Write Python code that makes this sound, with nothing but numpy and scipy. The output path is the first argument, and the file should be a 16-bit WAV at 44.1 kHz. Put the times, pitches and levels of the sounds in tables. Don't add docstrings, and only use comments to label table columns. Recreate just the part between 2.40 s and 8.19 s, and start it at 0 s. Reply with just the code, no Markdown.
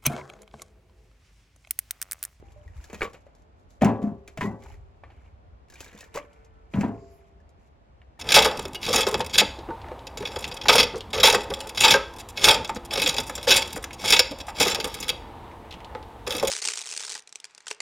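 import sys
import numpy as np
from scipy import signal
from scipy.fft import rfft, irfft, next_fast_len
from scipy.io import wavfile
from scipy.ndimage import map_coordinates

SR = 44100
rng = np.random.default_rng(int(sys.argv[2]) if len(sys.argv) > 2 else 0)


def natural_amplitude(level_db):
    exponent = np.asarray(level_db, float) / 20
    return 10 ** exponent


def store_pcm(level_fs):
    pcm = np.round(np.clip(level_fs, -1, 1) * 32767).astype(np.int16)
    wavfile.write(sys.argv[1], SR, np.atleast_2d(pcm).T)


N = 255339

# full_pressure_s, held_s, level_db, rasp_over_hiss_db
STROKES = [(0, 0.8, -68, -1), (.37, 0.056, -62.5, -4), (.445, 0.0063, -56, -10.5), (.54, 0.061, -56, -5.5),
           (0.629, 0.0089, -50.5, -18.5), (0.739, 0.0079, -69.5, -18.5), (1.309, 0.0053, -57.5, -20),
           (1.452, 0.0082, -43.5, -31.5), (1.47, 0.065, -74.5, 22), (1.64, 0.041, -64.5, -48),
           (1.89, 0.033, -66, -20.5), (2.014, 0.035, -42, -19), (2.229, 0.11, -60, 2), (2.68, 0.21, -73, 7),
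           (3.329, 0.35, -65, 2.5), (3.44, 0.0054, -55, -12), (3.609, 0.005, -59, -16),
           (3.392, 0.0087, -56.5, -16), (3.59, .003, -64, -16), (.97, 0.018, -69.5, -14.5),
           (1.185, .012, -70, -18.5), (3.4, 0.012, -56, -17), (3.765, 0.0018, -45, 8.5),
           (4.341, 0.018, -50, -3), (4.39, 0.069, -57.5, 0.5), (4.5, 0.4, -76, 3),
           (5.2, 0.079, -73.5, -1.5)]
# freq_hz, density_db_per_hz
HISS = [(2000, -34.5), (3000, -1.5), (5000, 0), (7300, 2.5), (9000, -9), (11000, -4.5), (13300, -10),
        (15500, -12), (16500, -3)]
# freq_hz, density_db_per_hz
RASP = [(300, -20.5), (500, -24.5), (900, 7), (1400, -8), (2300, 6.5), (3000, -8.5), (4000, -48)]
# time_s, level_db
BUFFET = [(0.0, -49.5), (.2, -53.5), (0.48, -53.5), (0.72, -58), (1.26, -57), (1.55, -52), (1.79, -54),
          (1.97, -58), (2.18, -57), (2.34, -45.5), (2.74, -55), (2.82, -54), (4.24, -56.5), (4.5, -51.5),
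          (4.71, -55.5), (5.5, -58), (5.79, -56.5)]
# freq_hz, density_db_per_hz
GUST = [(12, -46), (20, -23), (48, 2), (70, 5), (120, -9.5), (188, -33), (260, -40), (340, -72),
        (570, -120)]
# start_s, peak_db, pitch_hz
EDDIES = [(0.102, -51, 63.4), (0.253, -41, 65), (.289, -51, 69.6), (.354, -41, 95), (0.374, -37, 60.7),
          (1.768, -50, 100.2), (2.256, -43.5, 62.4), (2.333, -40.5, 62.6), (2.381, -49, 68.4),
          (2.424, -44.5, 79), (2.651, -47, 77), (2.719, -52, 81), (2.768, -45.5, 66.4), (2.925, -48.5, 75),
          (3.121, -45.5, 67.4), (3.981, -49, 60.6), (4.206, -56, 65.5), (4.948, -51, 64.8),
          (5.181, -64, 62.1), (5.491, -55, 68.4), (5.672, -51, 70.2)]
# freq_hz, density_db_per_hz
AIR = [(82, -36.5), (140, -2.5), (411, -9), (703, -5.5), (1590, -19), (2600, -24.5), (4770, -33),
       (8160, -42), (11900, -50.5), (16400, -59)]
# freq_hz, left_right_likeness
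AIR_ALIKE = [(150, 0.72), (400, 0.44), (700, -0.38), (1300, -0.49), (2400, 0.33), (5000, -0.31),
             (12000, -0)]
# start_s, peak_db, ring_hz, t60_s
NOTES = [(.026, -33, 407, .015), (.035, -58, 800, .4), (.085, -46, 330, .02), (.161, -45.5, 596, .3),
         (.535, -47, 610, .2), (.618, -11, 2070, .006), (.62, -32, 520, .025), (.6195, -19, 1500, .009),
         (.6235, -23, 1250, .01), (.631, -24, 400, .04), (.634, -37, 436, .15), (.64, -38, 218, .095),
         (.65, -29, 1136, .05), (.665, -36, 470, .08), (1.4335, -7, 700, .03), (1.4355, -11, 330, .02),
         (1.44, -29, 990, .12), (1.45, -38, 393, 1.3), (1.46, -31, 867, .24), (1.47, -35, 600, .35),
         (1.63, -40, 690, .4), (2.012, -36, 1960, .3), (2.014, -38, 2500, .12), (2.04, -43, 996, .41),
         (2.041, -48, 393, 1.2), (2.636, -25, 765, .0097), (2.64, -41, 1176, .037), (3.612, -48, 1870, .08),
         (3.773, -19, 1111, .022), (3.79, -42, 578, .3), (3.844, -37, 480, .022), (4.337, -38, 2370, .025),
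         (4.36, -35, 600, .15), (4.432, -37, 960, .2), (4.44, -43, 393, 1.3), (4.5, -52, 445, 1.1),
         (4.46, -36, 108, .5), (4.47, -38, 291, .43), (4.51, -47, 676, 1.2), (5.617, -43, 1900, .007),
         (5.6175, -45, 2900, .006)]
# start_s, peak_db, ring_hz, crack_db
KNOCKS = [(.499, -39.5, 440, -17), (.53, -33.5, 460, -16), (.545, -33.5, 2510, -14.5),
          (.608, -25.5, 1566, -28), (.618, -19.5, 2240, -27.5), (.644, -33, 604, -15.5),
          (.732, -45, 597, -10.5), (.743, -38.5, 546, -31), (1.412, -34, 457, -21.5),
          (1.446, -23.5, 1003, -13), (1.8765, -39, 2380, -9), (1.974, -31, 655, -15),
          (2.009, -24, 1067, -25.5), (2.222, -44, 820, -27), (2.34, -51.5, 1920, -16.5),
          (2.637, -43, 1790, -35), (2.702, -47, 776, -38), (2.718, -54, 660, -26.5), (3.284, -56, 476, -14),
          (3.322, -49.5, 570, -10), (3.405, -39.5, 520, -5), (3.462, -43.5, 1660, -18),
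          (3.529, -44.5, 1710, -15), (3.629, -43, 1750, -29), (3.742, -43.5, 1440, -2),
          (3.75, -34.5, 478, -13), (5.617, -53.5, 2237, -28), (4.337, -31.5, 675, -31),
          (4.409, -32.5, 2620, -10.5), (4.419, -42, 994, -39)]
# start_s, peak_db, ring_hz, crack_db
CLACKS = [(.278, -43, 1910, -25), (.63, -23, 1166, -19), (.654, -23.5, 490, -35), (.675, -29.5, 1130, -34),
          (.698, -42, 520, -22), (.866, -38, 566, -37), (1.42, -11.5, 632, -28.5), (1.618, -29, 480, -36),
          (1.627, -35, 660, -23), (2.036, -26.5, 1044, -38), (2.059, -25, 1095, -32.5),
          (2.26, -39.5, 900, -26), (2.303, -38.5, 839, -34), (3.356, -39, 2370, -19.5),
          (3.405, -37.5, 2580, -12), (3.429, -42, 1590, -21), (3.559, -58, 2350, -23),
          (3.651, -53, 2420, -27), (3.537, -49, 1970, -18), (3.55, -38.5, 472, -19),
          (3.758, -23.5, 466, -18), (3.775, -24.5, 554, -20), (4.046, -47.5, 483, -21.5),
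          (4.439, -19.5, 731, -45), (5.002, -55, 1720, -21), (5.776, -52.5, 1820, -32)]
# start_s, peak_db, ring_hz
TICKS = [(0.12, -55, 1000), (.441, -43, 1700), (.95, -56.5, 520), (1.305, -56, 580), (3.6, -54, 2370),
         (3.341, -48, 1600), (3.444, -43.5, 2300), (3.576, -47, 3600), (3.588, -45, 1020),
         (3.607, -38.5, 2600), (3.3, -46, 1700), (3.338, -47.5, 1620), (3.48, -49, 3800), (3.64, -47, 1800),
         (2.236, -50, 2100), (1.02, -63.5, 540), (3.932, -57.5, 700), (5.092, -59.5, 820),
         (4.048, -58, 6200)]
# freq_hz, density_db_per_hz
GRAIN = [(250, 1), (400, 6.5), (1000, -2.5), (1500, -4), (2400, -1.5), (3200, -13.5), (4500, -18),
         (6000, -37)]
# start_s, peak_db, boom_hz, clang_db
THUDS = [(0.532, -36.5, 207, -8), (0.619, -34, 305, 10), (1.419, -16, 238, -0.5), (1.432, -15, 158, -6.5),
         (1.446, -18, 265, -18), (1.454, -12.5, 203, -5.5), (1.486, -28, 210, 5), (1.522, -41, 233, 6.5),
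         (1.551, -37.5, 191.3, 4.5), (1.624, -26.5, 217, -13.5), (1.639, -16.5, 215, -18.5),
         (1.672, -23, 208, -14.5), (1.719, -30.5, 217, -21), (1.987, -29, 149, -24), (2.024, -33.5, 188, 6),
         (2.048, -23.5, 199, -8.5), (2.072, -25, 198, -18), (2.109, -37.5, 178, -0.5),
         (2.141, -40.5, 218, -7), (2.088, -33, 192, -10.5), (3.545, -45, 201, -20), (3.752, -43.5, 348, 18),
         (4.344, -21, 201, -15), (4.356, -23, 156, -7.5), (4.372, -19, 128, -12), (4.384, -14, 201, -23),
         (4.409, -24.5, 188, -11.5), (4.432, -23, 242, -3), (4.446, -16.5, 214, -13.5),
         (4.489, -27, 212, -8)]
# freq_hz, level_db, t60_s
TUB_MODES = [(109.55, -3.5, 0.41), (229, -2.5, 0.31), (291.3, -14.5, 0.18), (155, -20.5, 0.25),
             (416, -18.5, 0.84), (458, -21, 0.49), (539, -16, 0.62), (590, -18, 0.43), (683, -18, 0.51),
             (776, -12.5, 0.47), (862, -14.5, 0.41), (981, -11.5, 0.29), (1044, -22, 0.32)]
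# freq_hz, level_db, t60_s
RIM_MODES = [(1125, -24, 0.71), (1210, -33.5, 0.35), (1298, -31.5, 0.27), (1430, -31.5, .26),
             (1470, -32, 0.33), (1617, -22, 0.27), (1840, -24.5, 0.26), (2006, -31.5, .22),
             (2250, -28, 0.16), (2686, -30.5, 0.25)]
# freq_hz, density_db_per_hz
CLANG = [(41, -42), (70, -20), (97, 0), (134, -17), (193, 5), (363, -8), (436, -5), (482, -22), (770, -9),
         (818, -11), (9000, -63.5), (11700, -99), (19800, -120)]
# freq_hz, t60_s
CLANG_T60 = [(100, 0.25), (250, 0.45), (800, 0.31), (2000, 0.15), (7000, 0.18)]
# start_s, held_s, level_db, centre_hz
GRINDS = [(0.6087, .008, -37.5, 1523), (.6235, .014, -36.5, 1990), (.643, .014, -43, 2410),
          (1.41, .022, -34, 2220), (1.436, 0.035, -39.5, 2324), (1.479, .03, -45, 2000),
          (1.973, 0.01, -43, 2440), (2.008, .014, -32, 1883), (2.025, 0.011, -41, 2590),
          (2.255, .01, -51, 1200), (3.36, 0.039, -57.5, 2430), (3.47, .05, -57, 2190),
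          (3.56, 0.039, -57.5, 2400), (3.742, 0.015, -45.5, 1660), (3.756, .01, -42.5, 2600),
          (3.776, 0.0097, -48, 2350), (4.336, 0.0061, -37, 2310), (4.358, 0.027, -45.5, 1500),
          (4.409, .014, -38, 2090), (4.428, .025, -48, 1686)]
# start_s, level_db, ring_hz, t60_s, rise_s
SWELLS = [(1.415, -12, 610, 0.033, 0.0038), (1.432, -26, 106.3, 0.5, 0.017), (1.45, -19, 229, .16, 0.0067),
          (1.974, -34, 643, 0.086, 0.0033), (2.008, -21, 992, 0.095, .005),
          (2.012, -48, 2990, 0.12, 0.0026), (2.011, -51, 3397, .15, .004), (2.013, -44, 1744, 0.12, 0.0046),
          (2.053, -30, 1920, .05, 0.0028), (2.069, -40.5, 2036, 0.12, .004),
          (3.749, -30, 456, 0.055, 0.0021), (3.752, -27, 950, .04, 0.0033),
          (3.766, -19, 572.4, 0.094, .012), (3.794, -39.5, 286, .07, .005), (4.375, -31, 195, 0.18, .012),
          (2.036, -24.5, 399, 0.13, .005), (1.418, -21, 393, 0.055, .004), (4.412, -37, 1826, .08, 0.0054),
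          (4.43, -33, 697, .09, .006), (4.455, -32, 892, 0.11, .01)]
# time_s, pitch_hz, level_db
COW = [
    (3.5, 144, -74),
    (3.65, 147, -61),
    (4.0, 148.5, -60),
    (4.22, 146.5, -61),
    (4.4, 143, -78),
    (4.5, 143, -105),
]
# multiple, level_db
COW_ORDERS = [(2, -18), (3, 0), (4, -18), (5, -11), (7, -14), (8, -13), (9, -9), (10, -9), (12, -18),
              (14, -21), (16, -21)]
# freq_hz, density_db_per_hz
SWISH = [(3000, -22), (4900, 2), (6000, -6), (7200, 1), (8600, -22)]
# freq_hz, density_db_per_hz
SIZZLE = [(6500, -22.5), (8000, -10), (11000, 4), (15500, -4), (16500, -18)]
# freq_hz, t60_s
YARD = [(200, 0.28), (1500, 0.19), (8000, 0.04)]
# freq_hz, left_lead_rad
LEAD = [(100, 0.09), (400, 0.32), (1000, 0.61), (3000, 0.68), (6000, 1.02), (10000, 1.62), (15000, 1.96)]
# low_hz, high_hz, mid_threshold_db, side_threshold_db
FAINT_BANDS = [(8300, 9600, -62, -110), (12500, 13800, -66, -110), (13800, 16000, -88, -80),
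               (16000, 17000, -70, -70)]

PRESS_DB_PER_S, LIFT_DB_PER_S = 795.5, 341.5
SETTLE_DB, SETTLE_DB_PER_S = -26, 33
AIR_DB = -64.5
EDDY_TURNS = 2.4
DULL, CLEAR, SHARP = (0.042, -4.5), (0.037, -19), (0.036, -13.5)  # ring_t60_s, body_db
TICK_CRACK_DB = -7.5
DETUNE = 0.03
GRIND_RISE_S, GRIND_TAIL_S, GRIND_SPREAD = 0.004, 0.008, 0.33
GRAIN_T60_S, GRAIN_PAN_DB = 0.011, 1.2
LATE_DB_PER_S, HIGH_LOSS_DB = 500, 5
SWISH_AT, SIZZLE_AT = (4.66, -71, 0.085), (4.75, -72, 0.037)  # middle_s, level_db, spread_s
TOP_HZ = 16700


def unit(x):
    return x / np.sqrt(np.mean(x ** 2) + 1e-20)


def along(points, hz):
    f, v = np.transpose(points)
    return np.interp(np.log(hz + 1), np.log(f + 1), v)


def curves(rows):
    s, *cols = np.transpose(rows)
    return [np.interp(np.arange(N) / SR, s, c) for c in cols]


def wobble(rate_hz):
    knots = rng.standard_normal(int(N * rate_hz / SR) + 4)
    return map_coordinates(knots, [np.arange(N) * rate_hz / SR])


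def filtered(x, response):
    m = next_fast_len(N + SR // 2)
    return irfft(rfft(x, m) * response(np.fft.rfftfreq(m, 1 / SR)), m)[..., :N]


def rush(spectrum, alike, grit=1):
    def shape(hz):
        turn = np.arccos(np.clip(along(alike, hz), -1, 1)) / 2
        return natural_amplitude(along(spectrum, hz)) * [np.cos(turn), np.sin(turn)]

    mid, side = filtered(grit * rng.standard_normal((2, N)), shape)
    return unit(np.array([mid + side, mid - side]))


def dying_noise(t60s, spectrum, count):
    hz, t, z = signal.stft(rng.standard_normal((count, SR // 2)), SR, nperseg=256)
    level_db = along(spectrum, hz)[:, None] - 60 * t / along(t60s, hz)[:, None]
    tail = signal.istft(z * natural_amplitude(level_db), SR, nperseg=256)[1]
    return tail[:, :SR // 2] / np.linalg.norm(tail, axis=1, keepdims=True)


def ports(pair, lead):
    return filtered(pair, lambda hz: np.exp(.5j * along(lead, hz) * [[1], [-1]]))


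def add(track, s, sound):
    start = round(s * SR)
    track[..., start:start + sound.shape[-1]] += sound


def strokes():
    t, gains = np.arange(N) / SR, np.zeros((2, N))
    for s, held, db, rasp_db in STROKES:
        press = natural_amplitude(-PRESS_DB_PER_S * np.maximum(s - t, 0))
        after = np.maximum(t - s - held, 0)
        fade = natural_amplitude(-LIFT_DB_PER_S * after) + natural_amplitude(SETTLE_DB - SETTLE_DB_PER_S * after)
        gains += natural_amplitude([[db], [db + rasp_db]]) * press * fade
    return gains


def chips(count, size):
    when, pitch, force = rng.random((count, 3)).T[:, :, None]
    t = np.arange(size) / SR
    decay = natural_amplitude(-7 * np.log(force + .09) - 60 * t / .012)
    tick = decay * np.sin(2 * np.pi * 500 * 6.5 ** pitch * t)
    index = (when * N).astype(int) + np.arange(size)
    return unit(np.bincount(index.ravel(), tick.ravel(), N + size)[:N])


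def scrape():
    hiss_gain, rasp_gain = strokes()
    clumps = natural_amplitude(2 * wobble(60) + 2.5 * wobble(400))
    hiss = natural_amplitude(-6.5) * rush(HISS, [(4000, 0.25), (8000, 0.061)], grit=clumps)
    rasp = natural_amplitude(-4) * rush(RASP, [(1000, .75)], grit=clumps)
    rasp = rasp + natural_amplitude(-4.5) * chips(count=2200, size=1200)
    return hiss_gain * hiss + rasp_gain * rasp


def wind():
    eddies = np.zeros(N + SR)
    for s, db, hz in EDDIES:
        t = np.arange(0, EDDY_TURNS / hz, 1 / SR)
        add(eddies, s, natural_amplitude(db + 4) * np.sin(2 * np.pi * hz * t) * np.hanning(len(t)) ** .8)
    buffet = natural_amplitude(curves(BUFFET)[0] + 2.5 * wobble(26)) * rush(GUST, [(30, 0.52), (120, 0.9)])
    air = natural_amplitude(AIR_DB + 3.5 + 0.34 * wobble(9.5)) * rush(AIR, AIR_ALIKE)
    return buffet + eddies[:N] * natural_amplitude([[.7], [-.7]]) + air


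def notes():
    out, t = np.zeros(N + SR), np.arange(SR) / SR
    flutter = np.pad(wobble(34), (0, SR))
    attack = 1 - np.exp(-t / 0.00028)
    for s, db, hz, t60 in NOTES:
        decay = natural_amplitude(db - 60 * t / t60 + 2.1 * flutter[round(s * SR):][:SR])
        add(out, s, decay * np.sin(2 * np.pi * hz * t) * attack)
    return ports(out[:N] * np.ones((2, 1)), LEAD)


def contacts():
    ticks = [(*row, TICK_CRACK_DB) for row in TICKS]
    kinds = (KNOCKS, DULL), (CLACKS, CLEAR), (ticks, SHARP)
    return [(s, db, hz, *kind, crack_db) for rows, kind in kinds for s, db, hz, crack_db in rows]


def knocks():
    out, t = np.zeros(N + SR), np.arange(SR // 4) / SR
    dull, bright = rush(GRAIN, [(1000, 0.85)])[0], rush(HISS, [(1000, 0.64)])[0]
    snap = natural_amplitude(3 - 60 * t / .007)
    body_decay = snap + natural_amplitude(-1.0 - 60 * t / 0.12) + natural_amplitude(-9.0 - 60 * t / 0.1)
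    crack_decay = snap + natural_amplitude(-3 - 60 * t / 0.064) + natural_amplitude(-19.0 - 60 * t / 0.11)
    attack = 1 - np.exp(-t / 0.0005)
    for s, db, hz, t60, body_db, crack_db in contacts():
        start = round(7 * s * SR) % (N - len(t))
        ring = np.sin(2 * np.pi * hz * t) * natural_amplitude(-2.5 - 60 * t / max(t60, .005))
        body = dull[start:][:len(t)] * natural_amplitude(body_db - 3.5) * body_decay
        crack = bright[start:][:len(t)] * natural_amplitude(crack_db + 4.0) * crack_decay
        add(out, s, natural_amplitude(db) * (ring + body + crack) * attack)
    return ports(out[:N] * natural_amplitude([[.4], [-.4]]), LEAD)


def steel_ring(t):
    ring = np.zeros(len(t))
    for hz, db, t60 in TUB_MODES + RIM_MODES:
        level, phase, shift = rng.normal(0, 1, 3)
        mode_hz = hz * (1 + DETUNE * (hz > 1100) * shift)
        ring += natural_amplitude(db + 2 * level - 60 * t / t60) * np.sin(2 * np.pi * mode_hz * t + 3 * phase)
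    return ring


def tub():
    out, t = np.zeros(N + SR), np.arange(2 * SR // 3) / SR
    clangs = dying_noise(CLANG_T60, CLANG, count=len(THUDS))
    for (s, db, hz, clang_db), clang in zip(THUDS, clangs):
        boom = np.sin(2 * np.pi * hz * t) * natural_amplitude(-60 * t / 0.052) * (1 - np.exp(-t / 0.0015))
        add(out, s, natural_amplitude(db + 7.0) * boom)
        if 1.4 < s < 2.5 or 4.3 < s < 4.6:
            ring = steel_ring(t) * (1 - np.exp(-t / 0.0032))
            add(out, s, natural_amplitude(db + clang_db - 3.5) * ring)
            attack = 1 - np.exp(-t[:len(clang)] / 0.0008)
            add(out, s, natural_amplitude(db + clang_db + 26.5) * clang * attack)
    radiated = signal.sosfilt(signal.butter(2, 90, "high", fs=SR, output="sos"), out[:N])
    return ports(radiated * natural_amplitude([[.8], [-.8]]), LEAD)


def grinds(count=130, size=400):
    out, t = np.zeros((2, N + SR)), np.arange(size) / SR
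    for s, held, db, hz in GRINDS:
        when, late = rng.random((2, count, 1))
        pitch, force, pan = rng.normal(0, 1, (3, count, 1))
        after = held * when - GRIND_TAIL_S * np.log(late + 1e-3) * (when > .6)
        loss_db = LATE_DB_PER_S * np.maximum(after - held, 0) + HIGH_LOSS_DB * np.maximum(pitch, 0)
        rise = np.minimum(after / GRIND_RISE_S + .1, 1)
        density = np.sqrt(held / GRAIN_T60_S / count * 40)
        gain = natural_amplitude(db + 2 * force - loss_db) * rise * density
        crack_hz = hz * np.exp(GRIND_SPREAD * pitch)
        tick = gain * natural_amplitude(-60 * t / GRAIN_T60_S) * np.sin(2 * np.pi * crack_hz * t)
        index = (np.round(after * SR).astype(int) + np.arange(size)).ravel()
        pair = [np.bincount(index, (tick * natural_amplitude(side * GRAIN_PAN_DB * pan)).ravel()) for side in (1, -1)]
        add(out, s, np.array(pair))
    return ports(out[:, :N], LEAD)


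def swells():
    out, t = np.zeros(N + SR), np.arange(SR // 2) / SR
    for s, db, hz, t60, rise in SWELLS:
        swell = 1 - np.exp(-(t / rise) ** 2)
        add(out, s, natural_amplitude(db - 60 * t / t60) * np.sin(2 * np.pi * hz * t) * swell)
    return ports(out[:N] * natural_amplitude([[.6], [-.6]]), LEAD)


def cow():
    hz, db = curves(COW)
    phase = 2 * np.pi * np.cumsum(hz + .8 * wobble(9)) / SR
    low = np.zeros((2, N))
    for k, level_db in COW_ORDERS:
        lead_rad = 0.22 * k * np.array([[1], [-1]])
        low += natural_amplitude(level_db + 3.0 * wobble(12)) * np.sin(k * phase + lead_rad)
    return natural_amplitude(db) * low


def sleeve():
    def brush(middle_s, db, spread_s):
        return natural_amplitude(db) * np.exp(-.5 * ((np.arange(N) / SR - middle_s) / spread_s) ** 2)

    swish = brush(*SWISH_AT) * rush(SWISH, [(5000, 0.39)])
    return swish + brush(*SIZZLE_AT) * rush(SIZZLE, [(5000, 0.16)])


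def yard(x):
    mid, side = dying_noise(YARD, [(100, 0)], count=2)
    tail = np.array([mid + 0.59 * side, mid - 0.17 * side])
    return signal.fftconvolve(np.pad(x, ((0, 0), (400, 0))), tail, axes=1)[:, :N]


def scene():
    wood = knocks() + notes() + tub()
    walls = natural_amplitude(-17) * yard(wood)
    return wood + walls + scrape() + sleeve() + wind() + cow() + grinds() + swells()


def mute_faint_treble(x):
    hz, _, z = signal.stft(np.array([x[0] + x[1], x[0] - x[1]]) / 2, SR, nperseg=1024)
    for low, high, mid_db, side_db in FAINT_BANDS:
        band = (hz >= low) & (hz < high)
        level = np.sqrt(np.sum(abs(z[:, band]) ** 2, axis=1))
        z[:, band] *= (level > natural_amplitude([[mid_db], [side_db]]))[:, None]
    mid, side = signal.istft(z, SR, nperseg=1024)[1][:, :N]
    return np.array([mid + side, mid - side])


def top_cut(x):
    return signal.sosfilt(signal.butter(12, 16710, fs=SR, output="sos"), x)


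def record(dry):
    limited = filtered(dry, lambda hz: hz < TOP_HZ)
    mix = mute_faint_treble(limited)
    return top_cut(mix)


dry = scene()
out = record(dry)
store_pcm(out)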